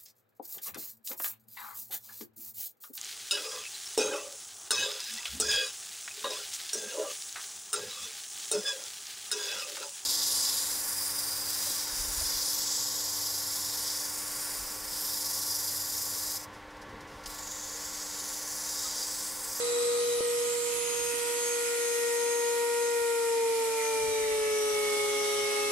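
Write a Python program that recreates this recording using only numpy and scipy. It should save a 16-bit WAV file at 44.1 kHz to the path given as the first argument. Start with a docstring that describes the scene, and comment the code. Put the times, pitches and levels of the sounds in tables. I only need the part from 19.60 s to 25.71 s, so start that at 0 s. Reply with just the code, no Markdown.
"""A benchtop thickness planer sings in a garage, a couple of metres from a hand-held stereo phone.
The siren is the three-knife cutter head chopping air: sines locked to the shaft's turns.
After 3.3 s a board meets the knives: the speed sags, the belt creeps, shaft orders buzz, noise rasps.
Behind it the motor and fan whine (sines), chips patter (random clicks), and the blower hisses
and draughts rumble (filtered noise). Levels and stereo balance shift as the phone turns and drifts."""
import sys
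import numpy as np
from scipy import signal
from scipy.fft import rfft, irfft, next_fast_len
from scipy.io import wavfile
from scipy.ndimage import map_coordinates

SR = 44100
rng = np.random.default_rng(int(sys.argv[2]) if len(sys.argv) > 2 else 0)


def log_audio(samples):
    """Write samples as a 16-bit WAV file to the path given in sys.argv[1]."""
    # one column per channel
    frames = np.atleast_2d(samples).T
    # limit to full scale, then quantise
    limited = np.clip(frames, -1, 1)
    pcm = np.round(limited * 32767).astype(np.int16)
    wavfile.write(sys.argv[1], SR, pcm)


N = 269451
TIME = np.arange(N) / SR
PADDED = next_fast_len(N, real=True)
FREQ = np.arange(PADDED // 2 + 1) * SR / PADDED + 1e-3  # Hz, kept off zero for the divisions

# In every table, balance/dB is left minus right at the microphones.
# Knife-passing tone at the phone, before the siren's own lift: [t/s, level/dB, balance/dB]
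SIREN_LEVEL = [(0.0, -35, -1), (0.22, -30, 1.5), (0.71, -31.5, 0.5), (1.29, -36.5, -11), (2.01, -35, 2.5),
               (2.47, -32, 4), (3.62, -30.5, 4.0), (3.86, -29.5, 0.5), (4.17, -33.5, -2), (4.49, -32, 2.5),
               (4.93, -31, 0.0), (5.14, -32, 1.5), (6.11, -34.5, -0.5)]
# Its overtones: [multiple of the turn rate, level/dB running free, added level/dB at full load,
# balance/dB, left lead/rad]
KNIFE_OVERTONES = [(6, -55, 9.5, 7, -0.31), (9, -57, 14, 5, 1.03), (12, -53.5, -2, -2.5, 1.24),
                   (16, -63.5, 7, -0.5, -0.06), (18, -73, 7, 7, 0.081)]
# Rattle of the idling head: [multiple of the turn rate, level/dB]
IDLE_RATTLE = [(2, -76), (5, -69), (7, -67), (10, -71), (13, -54.5), (15, -58.5)]
CLICK_S = .6066  # the siren's tone jumps in its cycle here, with a soft low click
SKIP_CYCLES, SKIP_S = -.35, .00025  # size of the skip, and how quickly it happens


def cutter_head(turns, load, siren_db=1.93):
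    """Three knives chop the air past the table gap on every turn, making a siren and its overtones."""
    db, pan_db = curves(SIREN_LEVEL)
    db = db + siren_db + 0.54 * walk(46)
    knife_passes = 3 * turns + SKIP_CYCLES * ease(CLICK_S, SKIP_S)
    siren = pan(pan_db) * tone(knife_passes, db, lead=-.85)
    # the head's imbalance hums once a turn, clearest at first
    imbalance = tone(turns, np.interp(TIME, [1.3, 2.2], [-66, -80]))
    overtones = partials(turns, KNIFE_OVERTONES, load, shake(depth=.17, rate_hz=18))
    rattle = stack(turns, IDLE_RATTLE, shake(depth=.45, rate_hz=10))
    return siren + imbalance + overtones + (1 - load ** 2) * rattle


# Buzz of unequal knives in the wood, before the bite scales it: [multiple of the turn rate, level/dB]
KNIFE_BUZZ = [(4, -42), (5, -65.5), (7, -57), (8, -65), (10, -68), (13, -59), (15, -54), (17, -64),
              (19, -54.5), (20, -59), (21, -49), (22, -54.5), (24, -60), (25, -51.5), (26, -50), (27, -58),
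              (28, -61), (30, -59), (31, -58), (36, -49), (39, -67)]
# The grain tears: [t/s, half length/s, level/dB]
GRAIN_TEARS = [(4.03, .025, -49), (4.235, 0.05, -42.5), (4.36, .04, -49), (4.64, 0.04, -40.5),
               (4.72, .035, -41), (4.87, .04, -48)]
BOARD_HZ, BOARD_WIDTH_HZ = 2080, 400  # ring of the board under the knives


def cut(turns, bite, load):
    """Knives hit the board: a buzz, and a rasp after each blow in the ring of board and housing."""
    buzz = stack(turns, KNIFE_BUZZ, shake(depth=.36, rate_hz=12), brightness=load)
    since_blow = (3 * turns) % 1  # share of the knife spacing
    after_blow = np.exp(-since_blow / 0.4)
    tearing = rng.standard_normal((2, N)) * after_blow * undb(3.2 * walk(45))
    rasp = unit(colour(tearing, resonance(BOARD_HZ, BOARD_WIDTH_HZ) ** 2))
    torn = sum(undb(db) * np.exp(-((TIME - s) / half_s) ** 2) for s, half_s, db in GRAIN_TEARS)
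    # towards full load the housing rattles under the blows too
    growl = unit(colour(tearing, resonance(3320, 900) ** 2))
    return bite * buzz + (bite * undb(-57) + torn) * rasp + load ** 4 * undb(-58) * growl


# Motor partials: [multiple of the motor's turn rate, level/dB running free, added level/dB at full load,
# balance/dB, left lead/rad]
MOTOR_ORDERS = [(4, -64.5, 9, 2.5, 1.35), (8, -59, 17, -5.5, 0.32), (16, -66, 13, -8, 1)]
# Motor fan's whine in the standing waves: [t/s, left level/dB, right level/dB]
FAN_WHINE = [(0.0, -51, -52), (.18, -62, -56), (.4, -46, -50), (0.54, -50, -44), (0.7, -60, -60),
             (0.87, -42, -52), (1.0, -54, -52), (1.2, -50, -41), (1.28, -43, -44), (1.38, -36, -41),
             (1.5, -43, -42), (1.65, -60, -54), (1.84, -38, -39), (1.93, -36.5, -41), (2.07, -56, -42),
             (2.16, -52, -52), (2.24, -36.5, -54), (2.61, -40, -57), (2.8, -38, -43), (2.89, -40, -47),
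             (2.96, -52, -52), (3, -47, -51), (3.07, -62, -56), (3.25, -42, -49), (3.45, -62, -59),
             (4.14, -56, -59), (4.24, -41, -59), (4.57, -51, -45), (4.86, -48, -59), (4.98, -38.5, -57),
             (5.37, -47, -59), (5.59, -40.5, -61), (6.04, -42, -59), (6.1, -44, -61)]
# mains hum once the phone has turned, its rise at full load, and its rise before the turn
MAINS_DB, MAINS_LOAD_DB, MAINS_AWAY_DB = -74, 10.5, 8
# the phone turns towards the machine: when, and how quickly (the rush uses both)
TURN_S, TURN_LENGTH_S = 0.58, 0.24


def motor(turns, load, gearing):
    """The armature's orders, its cooling fan's whine, and mains hum that grows with the load."""
    once_a_turn = tone(turns, -62.0, flutter=shake(depth=0.18, rate_hz=7.8))
    orders = partials(turns, MOTOR_ORDERS, load, shake(depth=.28, rate_hz=38.0), gearing)
    blades = 21 * turns
    fan = tone(blades, np.array(curves(FAN_WHINE)), lead=1.95, flutter=shake(depth=0.27, rate_hz=11))
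    hum_db = MAINS_DB + MAINS_LOAD_DB * load ** 3 + MAINS_AWAY_DB * (1 - ease(TURN_S, 0.32))
    hum = tone(120 * TIME, hum_db, flutter=shake(depth=0.41, rate_hz=5.3))
    return once_a_turn + orders + fan + hum


def chips(bite, per_second=250):
    """Shavings patter on the floor and the door: random clicks, denser with the bite, through a resonance."""
    hits = (rng.random((2, N)) < bite * per_second / SR) * rng.standard_normal((2, N))
    return undb(-78) * unit(colour(hits, resonance(4400, 4000)))


# Rush of air and bearings, before the bands below: [f/Hz, left level/dB per Hz, right level/dB per Hz]
RUSH_SPECTRUM = [(30.0, -102, -107), (190, -97.5, -87.5), (267, -72.5, -87.5), (403, -99, -75.5),
                 (640, -93, -79), (697, -84, -80), (770, -80, -89), (1370, -80, -74), (1650, -80.5, -85.5),
                 (2050, -75.5, -73.5), (2320, -75, -79.5), (2740, -77.5, -82), (2870, -80.5, -78.5),
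                 (3500, -76, -83.5), (4000, -76.5, -81.5), (4970, -73.5, -88.5), (6360, -73, -78),
                 (7030, -74, -78.5), (7800, -79.5, -69), (8500, -77.5, -70), (9300, -81, -71.5),
                 (11550, -83.5, -73), (12000, -85, -79.5), (13160, -84, -82.5), (15800, -99, -102)]
# Level of the whole rush as the phone moves: [t/s, level/dB]
RUSH_MOVES = [(0, 3), (.55, 0.5), (.95, -0.5), (2.2, 0), (2.9, -1.65), (3.8, -3), (4.25, -1.7), (4.9, -4),
              (5.4, -2), (6.1, -2.5)]
# Housing, rasp, blower, three bands of hiss: [centre f/Hz, level/dB, added level/dB at full load,
# balance/dB, added level/dB before the phone turns, added balance/dB before it turns]
RUSH_BANDS = [(1200, -1.5, 5.4, 3.5, 2.5, -2), (2180, 2.5, 0.5, -4.5, -11, 5),
              (4220, 3.5, 2.1, -7, -4.5, 12.5), (5840, -0.5, 3.7, -2, 0.5, -3.5),
              (7600, -0.5, 1.7, 0.9, -2.5, -11), (11100, .5, 0.38, -0.5, -4.5, 5.5)]
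TURBULENCE_DB = .5  # unsteadiness of each band


def air(load, likeness=0.16, lag_ms=0.056):
    """Turbulent rush of blower and housing; the bass is alike at both microphones, the treble diffuse."""
    log_f = np.log(FREQ)
    hz, *sides = np.transpose(RUSH_SPECTRUM)
    shape = np.array([undb(np.interp(log_f, np.log(hz), db)) for db in sides]) * np.sqrt(SR / 2)
    shared = np.clip(likeness + (1 - likeness) / (1 + (FREQ / 600) ** 2), 0, 1)
    lag = np.exp(1j * np.pi * FREQ * lag_ms / 1000 * np.array([[1], [-1]]))
    rush = colour(rng.standard_normal(N), shape * np.sqrt(shared) * lag)
    rush += colour(rng.standard_normal((2, N)), shape * np.sqrt(1 - shared))
    level_db = curves(RUSH_MOVES)[0]
    turned_away = 1 - ease(TURN_S, TURN_LENGTH_S)
    centres = np.log(np.transpose(RUSH_BANDS)[0])
    out = 0
    # each band is a triangle between its neighbours' centres; the outer two run on to the ends
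    for row, peak in zip(RUSH_BANDS, np.eye(len(centres))):
        _, db, load_db, pan_db, away_db, away_pan_db = row
        db = db + level_db + load_db * load + away_db * turned_away + TURBULENCE_DB * walk(12)
        swell = undb(db) * pan(pan_db + away_pan_db * turned_away)
        out = out + colour(rush, np.interp(log_f, centres, peak)) * swell
    return out


# Narrow rings in the rush, heard from some places only: [from t/s, to t/s, from f/Hz, to f/Hz,
# width f/Hz, level/dB, balance/dB]
RUSH_RINGS = [(-.2, .6, 3950, 3880, 200, -46, 9), (.35, .47, 4200, 4150, 400, -51, 4),
              (-.2, .36, 7750, 8100, 700, -44, -14), (.17, .27, 8150, 8300, 700, -46, -14),
              (.36, .62, 10950, 10750, 650, -49, -14), (.63, .82, 8350, 8200, 400, -46, -14),
              (.71, .84, 11500, 10900, 700, -49, -14), (.85, 1.1, 7600, 7250, 750, -41, -10),
              (1.1, 1.33, 7150, 6850, 450, -46, -8), (1.14, 1.36, 10450, 9900, 550, -44, -14),
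              (1.36, 1.67, 9550, 9400, 360, -45, -14), (1.6, 2.2, 8100, 7850, 500, -46, -12),
              (1.7, 2.12, 11000, 10500, 550, -48, -14), (2.15, 2.75, 9250, 8750, 500, -51, -14),
              (.7, 2.6, 7550, 7450, 300, -51, 10), (1.2, 2.7, 7200, 7120, 280, -51, 8),
              (2.7, 4.35, 7220, 7100, 280, -51, 1), (2.05, 4.45, 5230, 5230, 230, -53, 13),
              (2.9, 3.65, 8030, 8030, 250, -51, -10), (1.1, 1.8, 2600, 2600, 200, -50.5, 4),
              (1.9, 4.0, 2420, 2400, 160, -53, 2), (1.88, 2.12, 2480, 2460, 110, -51, -3),
              (.38, 2, 3050, 3120, 260, -54, -8), (1.2, 1.7, 4970, 4900, 280, -52, 6),
              (.63, .85, 5600, 5200, 500, -51, -4), (1.48, 1.8, 5780, 5740, 220, -52, 12),
              (1.7, 2.15, 4470, 4430, 170, -54, 12)]


def rings(fade_s=0.05):
    """The rush rings in narrow bands of noise that come, glide and go as the phone moves."""
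    out = 0
    for start, end, from_hz, to_hz, width_hz, db, pan_db in RUSH_RINGS:
        heard = np.clip(np.minimum(TIME - start, end - TIME) / fade_s + .5, 0, 1)
        phase = 2 * np.pi * np.cumsum(np.interp(TIME, [start, end], [from_hz, to_hz])) / SR
        a, b = walk(width_hz / 2, channels=2)
        band = a * np.cos(phase) + b * np.sin(phase)
        out = out + band * heard * undb(db) * pan(np.array([pan_db]))
    return out


# Close reflection of the hiss at the right microphone: [t/s, delay/ms, gain]
RIGHT_ECHO = [(0, 0.28, 0.34), (.13, 0.29, .4), (.2, 0.24, 0.45), (.35, 0.27, 0.21), (.47, 0.16, 0.28),
              (.6, 0.19, 0.36), (.7, 0.26, 0.49), (.81, 0.29, 0.38), (.87, 0.22, 0.21), (1.0, 0.23, 0.46),
              (1.2, 0.293, 0.26), (1.5, 0.34, 0.25), (2.0, 0.37, 0.22), (2.4, 0.51, 0.14),
              (3.2, 0.4, 0.072)]
WALL_MS, WALL_GAIN = 0.96, 0.16  # a still surface on the left, heard from about 1.8 s


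def reflection(hiss):
    """Nearby surfaces comb the treble: still on the left; on the right the ridges sweep with the phone."""
    left_path = (WALL_MS, WALL_GAIN * ease(1.8, .2), 1500)  # delay/ms, gain, lowest f/Hz
    right_path = (*curves(RIGHT_ECHO), 3500)
    out = []
    for side, (ms, gain, hz) in zip(hiss, [left_path, right_path]):
        treble = colour(side, 1 / (1 + (hz / FREQ) ** 4))
        echo = map_coordinates(treble, [np.arange(N) - ms * SR / 1000], order=3)
        out.append(side - treble + (treble + gain * echo) / np.sqrt(1 + gain ** 2))
    return np.array(out)


def garage(x, wall_db=-9, count=6):
    """Short echoes off doors and benches ripple the upper spectrum; their paths drift with the phone."""
    upper = colour(x, 1 / (1 + (1200 / FREQ) ** 4))
    echoes = np.zeros((2, N))
    for side in range(2):
        for place, drift in rng.random((count, 2)):
            delay_ms = 2 + 14 * place + 0.126 * (drift - .5) * TIME
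            echoes[side] += map_coordinates(upper[side], [np.arange(N) - delay_ms * SR / 1000], order=2)
    return x + undb(wall_db) * echoes / np.sqrt(count)


# Draughts on the microphone: [t/s, peak level/dB of the rumble before panning]
DRAUGHT_GUSTS = [(1.19, -60), (1.42, -56), (1.49, -63), (1.59, -63), (3.42, -65), (4.44, -51), (4.5, -51),
                 (4.63, -52), (4.72, -55), (4.82, -58), (4.92, -54), (5.05, -65), (5.15, -62)]
GUST_ATTACK_S, GUST_DECAY_S = 0.035, 0.027
DRAUGHT_DB, DRAUGHT_LOAD_DB = -73.5, 4.5  # steady draught, and its rise at full load


def draughts(load):
    """Moving air buffets the microphones, mostly the left: low noise under a steady draught and gusts."""
    rumble = unit(colour(rng.standard_normal((2, N)), resonance(61, 120) ** 2))
    draught = undb(DRAUGHT_DB + DRAUGHT_LOAD_DB * load)
    for s, db in DRAUGHT_GUSTS:
        away = np.maximum((s - TIME) / GUST_ATTACK_S, (TIME - s) / GUST_DECAY_S)
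        draught = draught + undb(db) * np.exp(-away)
    return rumble * draught * pan(np.array([9.]))


def click(peak_db=-30, width_ms=.5, hz=200):
    """One soft low click, alike at both microphones: a low cosine under a very short bell-shaped swell."""
    since = TIME - CLICK_S
    swell = np.exp(-.5 * (since * 1000 / width_ms) ** 2)
    return -undb(peak_db) * swell * np.cos(2 * np.pi * hz * since)


# The phone drifts through a loud spot (+) or a null (-) of one partial:
# [multiple of the cutter's turn rate, t/s, half length/s, gain/dB, added balance/dB]
SPOTS_AND_NULLS = [(6, 1.69, 0.48, 8, 1), (6, 2.84, 0.48, 9.5, -6), (6, 3.895, 0.8, 13, -7),
                   (6, 5, .2, -5, -3), (6, 2.25, .3, 0, -9), (9, 0.48, 0.66, -5, 2),
                   (9, 1.99, 0.69, 10.5, 12), (9, 3.29, 0.57, 8.5, -11), (9, 3.8, 0.12, -7, -11),
                   (9, 3.6, 0.15, 5, 10), (9, 4.25, .15, 5, 3), (9, 4.7, 0.23, -5, -2),
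                   (12, 1.17, 0.22, -28, -5), (12, 2.83, 1.3, 9, -2), (12, 3.9, 0.14, -11, -2),
                   (12, 4.9, .17, 8.5, 2), (12, 5.42, 0.29, -6, 4), (12, 5.85, .25, 5, -2),
                   (16, 4.35, 0.36, 17, 0), (16, 6.03, .15, 6, 0), (18, 4.86, 0.17, 15, -5),
                   (7.8, .1, 1.5, 16.5, 6), (15.7, 5.07, .08, -5, 4), (15.7, 5.3, .2, 4, 0),
                   (15.7, 5.9, .35, 2, 0), (4, 4.3, .3, 3.5, 0), (31.2, 4.9, .5, -7, 0),
                   (25, 5.3, .25, 5, 0), (5, 5.75, .4, 10, 0), (10, 5.85, .3, 9, 0), (13, 5.3, .2, 10, 0),
                   (19, 4.75, .3, 8, 0), (19, 6.03, .18, 12, -3), (22, 5.72, .2, 7, 3),
                   (24, 5.6, .6, 12, -1), (26, 4.6, .2, 10, 0), (27, 5.85, .35, 11.5, 4),
                   (30, 6, .2, 11, 3), (31, 5.35, .15, 8, 0)]


def standing(multiple):
    """Level and balance (dB) of one partial as the phone drifts through its loud spots and nulls."""
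    db, pan_db = np.zeros(N), np.zeros(N)
    for which, s, half_s, gain_db, side_db in SPOTS_AND_NULLS:
        if abs(which - multiple) < .15:
            inside = np.exp(-((TIME - s) / half_s) ** 2)
            db, pan_db = db + gain_db * inside, pan_db + side_db * inside
    return db, pan_db


# between those spots partials fade in the standing waves: spread for strong orders and for stacks, rate
FADE_DB, STACK_FADE_DB, FADE_HZ = 1.6, 2.3, 1.57


def partials(turns, table, load, flutter, gearing=1):
    """Strong shaft orders grow with the load and swell and fade in the room's standing waves."""
    out, fade = 0, walk(FADE_HZ, channels=2)
    for order, db, load_db, pan_db, lead in table:
        spot_db, side_db = standing(order * gearing)
        own_fade = np.roll(fade, rng.integers(N), axis=1)
        own_flutter = np.roll(flutter, rng.integers(N), axis=1)
        db = db + load_db * load + spot_db + FADE_DB * own_fade
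        out = out + pan(pan_db + side_db) * tone(order * turns + rng.random(), db, lead, own_flutter)
    return out


def stack(turns, orders, flutter, brightness=1):
    """Shaft orders that flutter and fade each on their own, the higher ones more."""
    out, fade = 0, undb(STACK_FADE_DB * walk(FADE_HZ, channels=2))
    for order, db in orders:
        share = min(order / 16, 1)
        spot_db, pan_db = standing(order)
        own_flutter = share * np.roll(flutter, rng.integers(N), axis=1)
        own_fade = 1 + share * (np.roll(fade, rng.integers(N), axis=1) - 1)
        lead = share * rng.uniform(-1.4, 4.8)
        partial = tone(order * turns + rng.random(), db + spot_db, lead, own_flutter)
        out = out + pan(pan_db) * own_fade * brightness ** share * partial
    return out


def tone(turns, db, lead=0., flutter=0.):
    """A partial of given rms before flutter; it reaches the left microphone a phase `lead` earlier."""
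    phase = 2 * np.pi * turns + np.array([[lead], [-lead]]) / 2
    return np.sqrt(2) * undb(db) * np.real((1 + flutter) * np.exp(1j * phase))


def shake(depth, rate_hz):
    """Random flutter of a partial's size and phase, different at each microphone."""
    return depth * (walk(rate_hz, channels=2) + 1j * walk(rate_hz, channels=2))


def walk(rate_hz, channels=1):
    """Slow random wander of spread 1."""
    return unit(colour(rng.standard_normal((channels, N)), 1 / (1 + (FREQ / rate_hz) ** 2)))


def resonance(hz, width_hz):
    """Response of one damped resonance."""
    return 1 / (1 + 1j * (FREQ ** 2 - hz ** 2) / (FREQ * width_hz))


def colour(x, gain):
    """Filter by a gain at each frequency."""
    return irfft(rfft(x, PADDED) * gain, PADDED)[..., :N]


def unit(x):
    """Scale to rms 1."""
    return x / np.sqrt(np.mean(x ** 2))


def pan(db):
    """Left and right gains of constant power."""
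    gains = undb(np.array([db, -db]) / 2)
    return gains / np.sqrt(np.mean(gains ** 2, axis=0))


def undb(db):
    """Decibels to gain."""
    return 10 ** (np.asarray(db) / 20)


def curves(table):
    """The columns of a table, joined by straight lines in time."""
    s, *columns = np.transpose(table)
    return [np.interp(TIME, s, c) for c in columns]


def ease(s, length_s):
    """A smooth move from 0 to 1 around a moment."""
    return .5 + .5 * np.tanh((TIME - s) / length_s / 2)


# Cutter head's speed, before a slight random wander: [t/s, turn rate f/Hz]
SHAFT_SPEED = [(0, 159.7), (.95, 159.2), (1.27, 158.5), (1.78, 158.6), (2.35, 157.4), (3.3, 157.35),
               (3.88, 152.8), (4.39, 148.6), (5.03, 141.9), (5.35, 139.6), (6.1, 138.3)]
# motor turns per cutter turn running free, the limit of what creep adds, and the load scale of its levelling
BELT_RATIO, BELT_CREEP, CREEP_LOAD = 1.9515, .0138, .45
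# loads at which the knives touch the board and reach full depth, and the bite's level there
TOUCH_LOAD, DEEP_LOAD, BITE_DB = 0.11, 0.69, -3


def scene():
    """One shaft speed drives the machine; its sag is the load, which sets belt creep, bite and hum."""
    speed = curves(SHAFT_SPEED)[0]
    load = (speed.max() - speed) / np.ptp(speed)  # 0 at the fastest, 1 at the slowest
    hz = speed * (1 + 0.00034 * walk(8.8)[0])
    turns = np.cumsum(hz) / SR
    gearing = BELT_RATIO + BELT_CREEP * np.tanh(load / CREEP_LOAD)
    motor_turns = np.cumsum(hz * gearing) / SR
    depth = np.clip((load - TOUCH_LOAD) / (DEEP_LOAD - TOUCH_LOAD), 0, 1)
    bite = undb(BITE_DB) * depth ** 1.7
    machine = cutter_head(turns, load) + cut(turns, bite, load) + motor(motor_turns, load, BELT_RATIO)
    rush = garage(reflection(air(load))) + rings()
    return machine + chips(bite) + rush + draughts(load) + click()


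def record(dry, top_hz=15700):
    """The phone cuts the top: a steep low-pass."""
    return signal.sosfilt(signal.ellip(10, .1, 80, top_hz, fs=SR, output="sos"), dry)


dry = scene()
out = record(dry)
log_audio(out)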